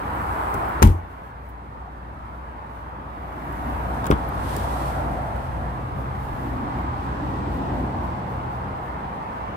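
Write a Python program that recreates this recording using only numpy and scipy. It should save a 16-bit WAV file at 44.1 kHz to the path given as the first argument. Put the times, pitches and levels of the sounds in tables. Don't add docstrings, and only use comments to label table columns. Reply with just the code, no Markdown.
import sys
import numpy as np
from scipy import signal
from scipy.fft import rfft, irfft, next_fast_len
from scipy.io import wavfile
from scipy.ndimage import uniform_filter1d, minimum_filter1d, map_coordinates

SR = 44100
rng = np.random.default_rng(int(sys.argv[2]) if len(sys.argv) > 2 else 0)


def wav_record(signal):
    frames = np.transpose(np.atleast_2d(signal))
    bounded = np.clip(frames, -1, 1)
    quanta = np.round(bounded * 32767).astype(np.int16)
    wavfile.write(sys.argv[1], SR, quanta)


N = 421596
TOP_HZ = 15850


def amp(db):
    return 10 ** (np.asarray(db) / 20)


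def unit(x):
    return x / np.sqrt(np.mean(x ** 2) + 1e-20)


def clock():
    return np.arange(N) / SR


def along(points, hz):
    freqs, values = np.transpose(points)
    return np.interp(np.log(hz + 1), np.log(freqs + 1), values)


def fader(points):
    return np.interp(clock(), *np.transpose(points))


def swells(rows):
    return sum(amp(db) / (1 + ((clock() - s) / half_width) ** 2 / 2) ** 2 for s, db, half_width in rows)


def move(middle_s, length_s):
    return np.clip((clock() - middle_s) / length_s + .5, 0, 1)


def distance(nearest_s, width_s):
    return np.hypot(1, (clock() - nearest_s) / width_s)


def wobble(rate):
    coarse_t = np.arange(0, N / SR, 1 / 500)
    knots = rng.standard_normal(int(N * rate / SR) + 4)
    return np.interp(clock(), coarse_t, map_coordinates(knots, [coarse_t * rate]))


def filtered(x, response):
    size = next_fast_len(N + SR // 2)
    return irfft(rfft(x, size) * response(np.fft.rfftfreq(size, 1 / SR)), size)[..., :N]


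def minimum_phase(spectrum, size=2048):
    cepstrum = irfft(np.log(amp(along(spectrum, np.fft.rfftfreq(size, 1 / SR)))))
    fold = 1 + np.sign(size // 2 - np.arange(size)) * (np.arange(size) > 0)
    response = irfft(np.exp(rfft(cepstrum * fold)))
    return response / np.linalg.norm(response)


def add(track, s, sound):
    part = track[..., round(s * SR):][..., :sound.shape[-1]]
    part += sound[..., :part.shape[-1]]


# f/Hz, left-right correlation
PORT_CORRELATION = [(60, 0.94), (150, 0.89), (300, 0.87), (500, 0.33), (750, 0.15), (1080, -0.5),
                    (1600, -0.013), (2700, -0.018), (5000, -0.024)]

def diffuse(spectrum):
    size = next_fast_len(N, True)
    hz = np.fft.rfftfreq(size, 1 / SR)
    alike = np.clip(along(PORT_CORRELATION, hz), -1, 1)
    bins = rng.standard_normal((2, 2 * len(hz))).view(complex) * amp(along(spectrum, hz))
    mid, side = irfft(bins * np.sqrt([1 + alike, 1 - alike]), size)[:, :N]
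    return unit(np.array([mid + side, mid - side]))


def patchy(x, depth_db):
    bands = signal.stft(x, nperseg=1024)[2]
    patches = uniform_filter1d(rng.standard_normal(bands.shape[1:]), size=3, axis=0)
    patches = unit(uniform_filter1d(patches, size=12, axis=1))
    return unit(signal.istft(bands * amp(depth_db * patches), nperseg=1024)[1][:, :N])


def struck(blows, modes):
    out, t = np.zeros(N), np.arange(SR // 2) / SR
    for s, db, contact in blows:
        ring = sum(amp(level - 60 * t / t60) * np.sin(2 * np.pi * hz * t) / (1 + (hz * contact) ** 2)
                   for hz, level, t60 in modes)
        add(out, s, amp(db) * ring * (1 - np.exp(-2 * t / contact)))
    return out


def snaps(contacts, spectrum, scatter):
    out, t = np.zeros((2, N)), np.arange(SR // 3) / SR
    attack = 1 - np.exp(-t / 0.0001)
    for s, db, t60 in contacts:
        ring = rng.standard_normal(len(t)) + scatter * rng.standard_normal((2, len(t)))
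        add(out, s, amp(db - 60 * t / t60) * attack * unit(ring))
    return signal.fftconvolve(out, minimum_phase(spectrum)[None], axes=1)[:, :N]


def from_left(x, lead_ms, shadow_db):
    def ports(hz):
        shade = amp(shadow_db * np.sqrt(hz / (hz + 3000)) / 2)
        return np.array([shade, np.exp(-2j * np.pi * hz * lead_ms / 1000) / shade])
    return filtered(x, ports)


# f/Hz, level/dB
RUMBLE_EQ = [(20, -20), (33, -3), (45, -2), (58, 4.5), (75, 5), (100, 4), (140, -0.5), (220, -41),
             (600, -90)]
ROAR_EQ = [(70, -16), (120, -6), (190, 2.5), (280, -8), (400, -7.5), (540, -8.5), (1000, -47),
           (3000, -77.5)]

def engines():
    clear_of_rear, behind_door, in_cabin = move(3.67, 0.68), move(5.3, 1.9), move(8.25, 1)
    idle_hz, rear_loss_db, rumble_loss_db, roar_loss_db = 59.3, 3, 6, 2
    note = np.sqrt(2) * np.sin(2 * np.pi * np.cumsum(idle_hz + 0.45 * wobble(3.76)) / SR)
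    idle = amp(-32 - 5.1 * behind_door + 1.6 * wobble(5.7)) * note
    rumble = amp(-rumble_loss_db * in_cabin) * (amp(-33.5) * diffuse(RUMBLE_EQ) + idle)
    roar_db = -38 - roar_loss_db * in_cabin + 1.5 * wobble(12)
    roar = amp(roar_db) * patchy(diffuse(ROAR_EQ), depth_db=0.5)
    shelter = amp(-rear_loss_db * (1 - clear_of_rear))
    return shelter * (rumble + roar) * amp([[.5], [-.5]])


# t/s, level/dB
TYRE_RIDE = [(0, -29.5), (.6, -27), (1.5, -33), (3.1, -30.5), (4.7, -30), (5.9, -34.5), (6.7, -32),
             (8.3, -34), (9.56, -32)]
# t/s, level/dB, half-width/s
TREAD_SWELLS = [(.5, -31, 0.42), (7.8, -36, 1.3)]
# f/Hz, level/dB
TYRE_EQ = [(250, -15), (500, -7.5), (720, -3.5), (930, 1.5), (1120, -1), (1350, -6.5), (1900, -14.5),
           (2500, -23), (3300, -29.5), (4500, -38), (6800, -47.5), (8000, -49.5), (9500, -69), (15000, -54)]
TREAD_EQ = [(600, -35), (770, 5), (850, 6), (1040, 4.5), (1230, -14), (2500, -70)]

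def tyres():
    road = from_left(diffuse(TYRE_EQ)[0], lead_ms=-0.46, shadow_db=-2.5)
    wash_db = fader(TYRE_RIDE) + 0.19 * wobble(9.7)
    wash = amp(wash_db) * patchy(diffuse(TYRE_EQ) + amp(-4.0) * road, depth_db=1.5)
    return wash + swells(TREAD_SWELLS) * diffuse(TREAD_EQ)


# t/s, level/dB
LOW_HOLLOW_RIDE = [(0, -44), (1.2, -46.5), (3.2, -40), (3.95, -36), (4.3, -37), (6.15, -44.5), (6.55, -36),
                   (7.1, -36.5), (7.6, -30), (8.4, -45.5)]
HIGH_HOLLOW_RIDE = [(0, -50), (1.7, -64), (3.9, -36), (4.3, -39), (5.0, -30.5), (6.1, -45.5), (7.2, -45),
                    (7.65, -35.5), (9.56, -48.5)]
# f/Hz, level/dB
LOW_HOLLOW_EQ = [(150, -23), (230, -0.5), (290, 0.5), (350, -5.5), (480, -29), (900, -65)]
HIGH_HOLLOW_EQ = [(300, -39), (520, -11.5), (640, -3.5), (730, 0), (850, -5), (1200, -37), (3000, -70)]

def hollows():
    low = amp(fader(LOW_HOLLOW_RIDE) + 2.1 * wobble(22)) * diffuse(LOW_HOLLOW_EQ)
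    high = amp(fader(HIGH_HOLLOW_RIDE) + 0.76 * wobble(11)) * diffuse(HIGH_HOLLOW_EQ)
    return low + high


# multiple of the exhaust note, level/dB
EXHAUST_ORDERS = [(1 / 2, -6.5), (2 / 3, -5.5), (1, 0)]
# f/Hz, level/dB
PASS_HISS_EQ = [(1200, -29), (2500, 6), (3500, 1), (5000, -4.5), (7000, -13), (8000, -6.5), (9500, -30),
                (15000, -33)]

def passing_vehicle():
    exhaust_hz, doppler_share, nearest_s, bend_s = 135.8, .086, 5.1, 1.05
    t = clock()
    receding = (t - nearest_s) / bend_s / distance(nearest_s, bend_s)
    pitch_hz = exhaust_hz * (1 - doppler_share * receding) + 0.69 * wobble(8)
    phase = 2 * np.pi * np.cumsum(pitch_hz) / SR + 0.25 * wobble(30)
    db = -36.5 - 3 * np.maximum(6.1 - t, 0) - 19 * np.maximum(t - 8.5, 0)
    exhaust = sum(amp(db + level + 1.16 * wobble(11)) * np.sqrt(2) * np.sin(order * phase)
                  for order, level in EXHAUST_ORDERS)
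    hiss = amp(-54.5 + wobble(8)) / distance(nearest_s=7.43, width_s=1.0) ** 2 * diffuse(PASS_HISS_EQ)
    roar = amp(-35) / distance(nearest_s=7.76, width_s=0.38) ** 2 * diffuse(ROAR_EQ)
    return exhaust + hiss + roar


# f/Hz, t60/s
CAR_PARK_DECAY = [(100, 0.13), (400, 0.37), (900, 0.68), (3000, 0.22), (12000, 0.4)]

def car_park_reverb(x):
    hz, t, bands = signal.stft(rng.standard_normal((2, SR)), SR, nperseg=256)
    decay = amp(-60 * t / along(CAR_PARK_DECAY, hz)[:, None])
    tail = signal.istft(bands * decay, SR, nperseg=256)[1]
    return signal.fftconvolve(x, tail / np.linalg.norm(tail[0]), axes=1)[:, :N]


# t/s, level/dB, half-width/s
ARM_SWELLS = [(2.25, -72, .1), (3.98, -59.5, .1), (4.54, -46, 0.15), (4.86, -50, 0.14), (5.35, -66, 0.29)]
# t/s, level/dB, half-width/s
SLEEVE_SWELLS = [(1.12, -58, 0.044), (1.26, -58, 0.05), (1.47, -60, 0.067), (2.36, -67, .08),
                 (2.76, -61, .065), (3.62, -56, 0.43), (6.0, -61, .04), (6.24, -60, 0.054),
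                 (6.45, -58.5, 0.15), (6.8, -64, 0.045), (7.05, -64, .04), (7.3, -65, .04),
                 (7.55, -60, .05), (7.8, -62, 0.067), (8.05, -62, .04), (8.32, -62, .04), (8.55, -64, .05),
                 (8.86, -64, 0.056)]
# f/Hz, level/dB
CLOTH_EQ = [(1200, -9), (3200, 6), (6800, -3), (8300, 1), (10000, -0.5), (14000, -1.5), (16000, -18)]
SLEEVE_EQ = [(5000, -11), (9000, -8), (13000, -3), (14800, -6), (16000, -14)]

def clothes():
    settle_s, settle_db_per_s = 5.6, 0.6
    walk = amp(-62 - settle_db_per_s * np.maximum(clock() - settle_s, 0))
    uneven_db = .6 * wobble(8) + .7 * wobble(50)
    rustle = (walk + swells(ARM_SWELLS)) * amp(uneven_db) * diffuse(CLOTH_EQ)
    return rustle + swells(SLEEVE_SWELLS) * diffuse(SLEEVE_EQ)


# t/s, level/dB, t60/s, low cut/Hz
SMALL_CLICKS = [(0.154, -50, .02, 11000), (0.5406, -37, 0.033, 6000), (0.6874, -46.5, .07, 12000),
                (0.874, -23, 0.0091, 3000), (1.4891, -50, .08, 11000), (3.526, -46, .015, 9000),
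                (4.0425, -47, .03, 2500), (4.056, -42, .025, 3000), (4.0665, -33, 0.028, 6000),
                (4.106, -33, .012, 8000), (4.2888, -39, .012, 12500), (4.5653, -32, .016, 3500),
                (5.3603, -50, .015, 8000)]

def clicks(scatter):
    out, t = np.zeros((2, N)), np.arange(SR // 5) / SR
    for s, db, t60, low_cut_hz in SMALL_CLICKS:
        ring = rng.standard_normal(len(t)) + scatter * rng.standard_normal((2, len(t)))
        band = signal.butter(2, [low_cut_hz, TOP_HZ], "band", fs=SR, output="sos")
        add(out, s, amp(db - 60 * t / t60) * unit(signal.sosfilt(band, ring)))
    return from_left(out, lead_ms=0.385, shadow_db=12.0)


# t/s, level/dB, contact/s
PAWL_HITS = [(4.1122, -13, 0.000023)]
# f/Hz, level/dB, t60/s
PAWL_RING = [(1050, -9, 0.018), (1350, -9, 0.038), (2200, -4, 0.0081), (3440, -8, 0.0081)]
# t/s, level/dB, t60/s
LOCK_RATTLE = [(4.042, -25, 0.036), (4.056, -25, .03), (4.0685, -23, 0.036), (4.1122, -7, 0.0075),
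               (4.114, -20.5, 0.093), (4.1215, -23, 0.052), (4.139, -24, .015)]
# f/Hz, level/dB
LOCK_EQ = [(300, -7), (700, -2), (1150, 6), (1600, -1), (2200, -16), (3500, -14.5), (5000, -29),
           (8000, -34), (16000, -30)]
# t/s, level/dB, contact/s
DOOR_HITS = [(4.103, -11, 0.001), (4.1105, -16, 0.0011), (4.1245, -11.5, 0.0024), (4.140, -30, .0015),
             (4.571, -25.5, 0.0014)]
# f/Hz, level/dB, t60/s
DOOR_RING = [(78.5, -1, 0.077), (150, -4, 0.047), (207, 3.5, 0.051), (310, 7.5, 0.036), (394, -0.5, 0.043),
             (460, -6, 0.044)]

def door():
    lock = struck(PAWL_HITS, PAWL_RING) + snaps(LOCK_RATTLE, LOCK_EQ, scatter=0.56)
    return from_left(lock + struck(DOOR_HITS, DOOR_RING), lead_ms=0.36, shadow_db=7.5)


# t/s, level/dB, half-width/s
STRUT_SWELL = [(.42, -53, 0.38)]
# f/Hz, level/dB
STRUT_EQ = [(1500, -25.5), (4000, -5), (6000, -6), (7000, -5), (8000, 5), (8800, -3), (9600, 3), (11000, 1),
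            (13500, 4), (16000, -5)]
HINGE_EQ = [(200, -38), (300, -3), (370, -3.5), (500, -19), (800, -18), (1200, -0.5), (1500, -8),
            (2500, -30), (6000, -70)]

def tailgate_sinking(shut_s):
    t, fade_s = clock(), .05
    moving = np.clip((shut_s + fade_s - t) / fade_s, 0, 1)
    hiss = swells(STRUT_SWELL) * amp(.7 * wobble(32)) * diffuse(STRUT_EQ) * amp([[3.5], [-5]])
    rub_db = -33.0 + 5.2 * np.minimum(t - shut_s, 0) + 1.5 * wobble(24.2)
    return moving * (hiss + amp(rub_db) * diffuse(HINGE_EQ))


# t/s, level/dB, contact/s
TAILGATE_HITS = [(0.545, -29, 0.00052), (0.8212, -6, 0.00095), (0.8265, -5.5, 0.0032), (0.8355, 7, 0.0054),
                 (0.8545, 2, 0.0071)]
# f/Hz, level/dB, t60/s
TAILGATE_RING = [(48.4, 2, 0.15), (63.8, -1.5, 0.21), (87.1, 0.5, 0.37), (113, -13.5, 0.078),
                 (152.6, -12, 0.29), (209, -2, 0.14), (264.6, -5, 0.14), (390, 0, 0.085), (424, -8, 0.097)]
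# t/s, level/dB, t60/s
SHELL_SHUDDER = [(.83, -2.5, 0.31)]
# t/s, level/dB, contact/s
CLAW_HITS = [(0.8262, -10, .00003)]
# f/Hz, level/dB, t60/s
SLAM_BRIGHT_RING = [(829, 3, 0.12), (1093, 3.5, 0.11), (1990, -3, .035), (2690, -16, .05),
                    (3180, -14, 0.049), (3580, -22.5, 0.059), (4000, -18, 0.11), (6100, -6, 0.047),
                    (7450, -16, 0.044), (13060, -14.5, .05)]
# t/s, level/dB, t60/s
LATCH_CHATTER = [(0.8207, -19, 0.026), (0.826, 1.5, 0.0075), (0.8276, -4, 0.023), (0.8297, -3, 0.013),
                 (0.835, -17, 0.22), (0.862, -28.5, 0.028)]
# f/Hz, level/dB
SHELL_EQ = [(30, -25), (55, -3.5), (90, 6.5), (170, -4), (330, -2.5), (500, -13), (2000, -66)]
LATCH_EQ = [(300, -20.5), (650, -4), (860, 10.5), (1120, 0), (1500, -4), (2000, -2), (2500, -7),
            (3200, -5.5), (4600, -15), (5900, -14.5), (7200, -15.5), (13000, -14), (16000, -26)]

def tailgate_slam():
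    boom = struck(TAILGATE_HITS, TAILGATE_RING) + snaps(SHELL_SHUDDER, SHELL_EQ, scatter=0.17)
    crash = struck(CLAW_HITS, SLAM_BRIGHT_RING) + snaps(LATCH_CHATTER, LATCH_EQ, scatter=1.0)
    return from_left(boom + crash, lead_ms=0.416, shadow_db=10.5)


def scene():
    car = tailgate_sinking(shut_s=LATCH_CHATTER[0][0]) + tailgate_slam() + door()
    reverb = amp(-15.0) * car_park_reverb(car)
    foley = clothes() + clicks(scatter=0.92)
    street = engines() + tyres() + hollows() + passing_vehicle()
    return street + reverb + foley + car


def gain_control(x):
    ceiling_db, hold_s, creep_db_per_s, recover_db_per_s = -4, 2.04, 0.93, 11
    t, window, hold = clock(), SR // 100, int(hold_s * SR)

    def release(db, db_per_s):
        return np.minimum.accumulate(db - db_per_s * t) + db_per_s * t

    power = np.abs(uniform_filter1d(np.mean(x ** 2, axis=0), window))
    headroom_db = ceiling_db - 10 * np.log10(power + 1e-12)
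    needed_db = minimum_filter1d(np.minimum(headroom_db, 0), 2 * window)
    held_db = minimum_filter1d(needed_db, hold, origin=(hold - 1) // 2, mode="nearest")
    gain_db = np.maximum(release(needed_db, creep_db_per_s), release(held_db, recover_db_per_s))
    return x * amp(uniform_filter1d(gain_db, window))


def record(dry):
    low_cut = signal.butter(5, 34, "high", fs=SR, output="sos")
    ducked = gain_control(signal.sosfilt(low_cut, dry))
    rounded = ducked / (1 + np.abs(ducked) ** 6) ** (1 / 6)
    return filtered(rounded, lambda hz: hz < TOP_HZ)


dry = scene()
out = record(dry)
wav_record(out)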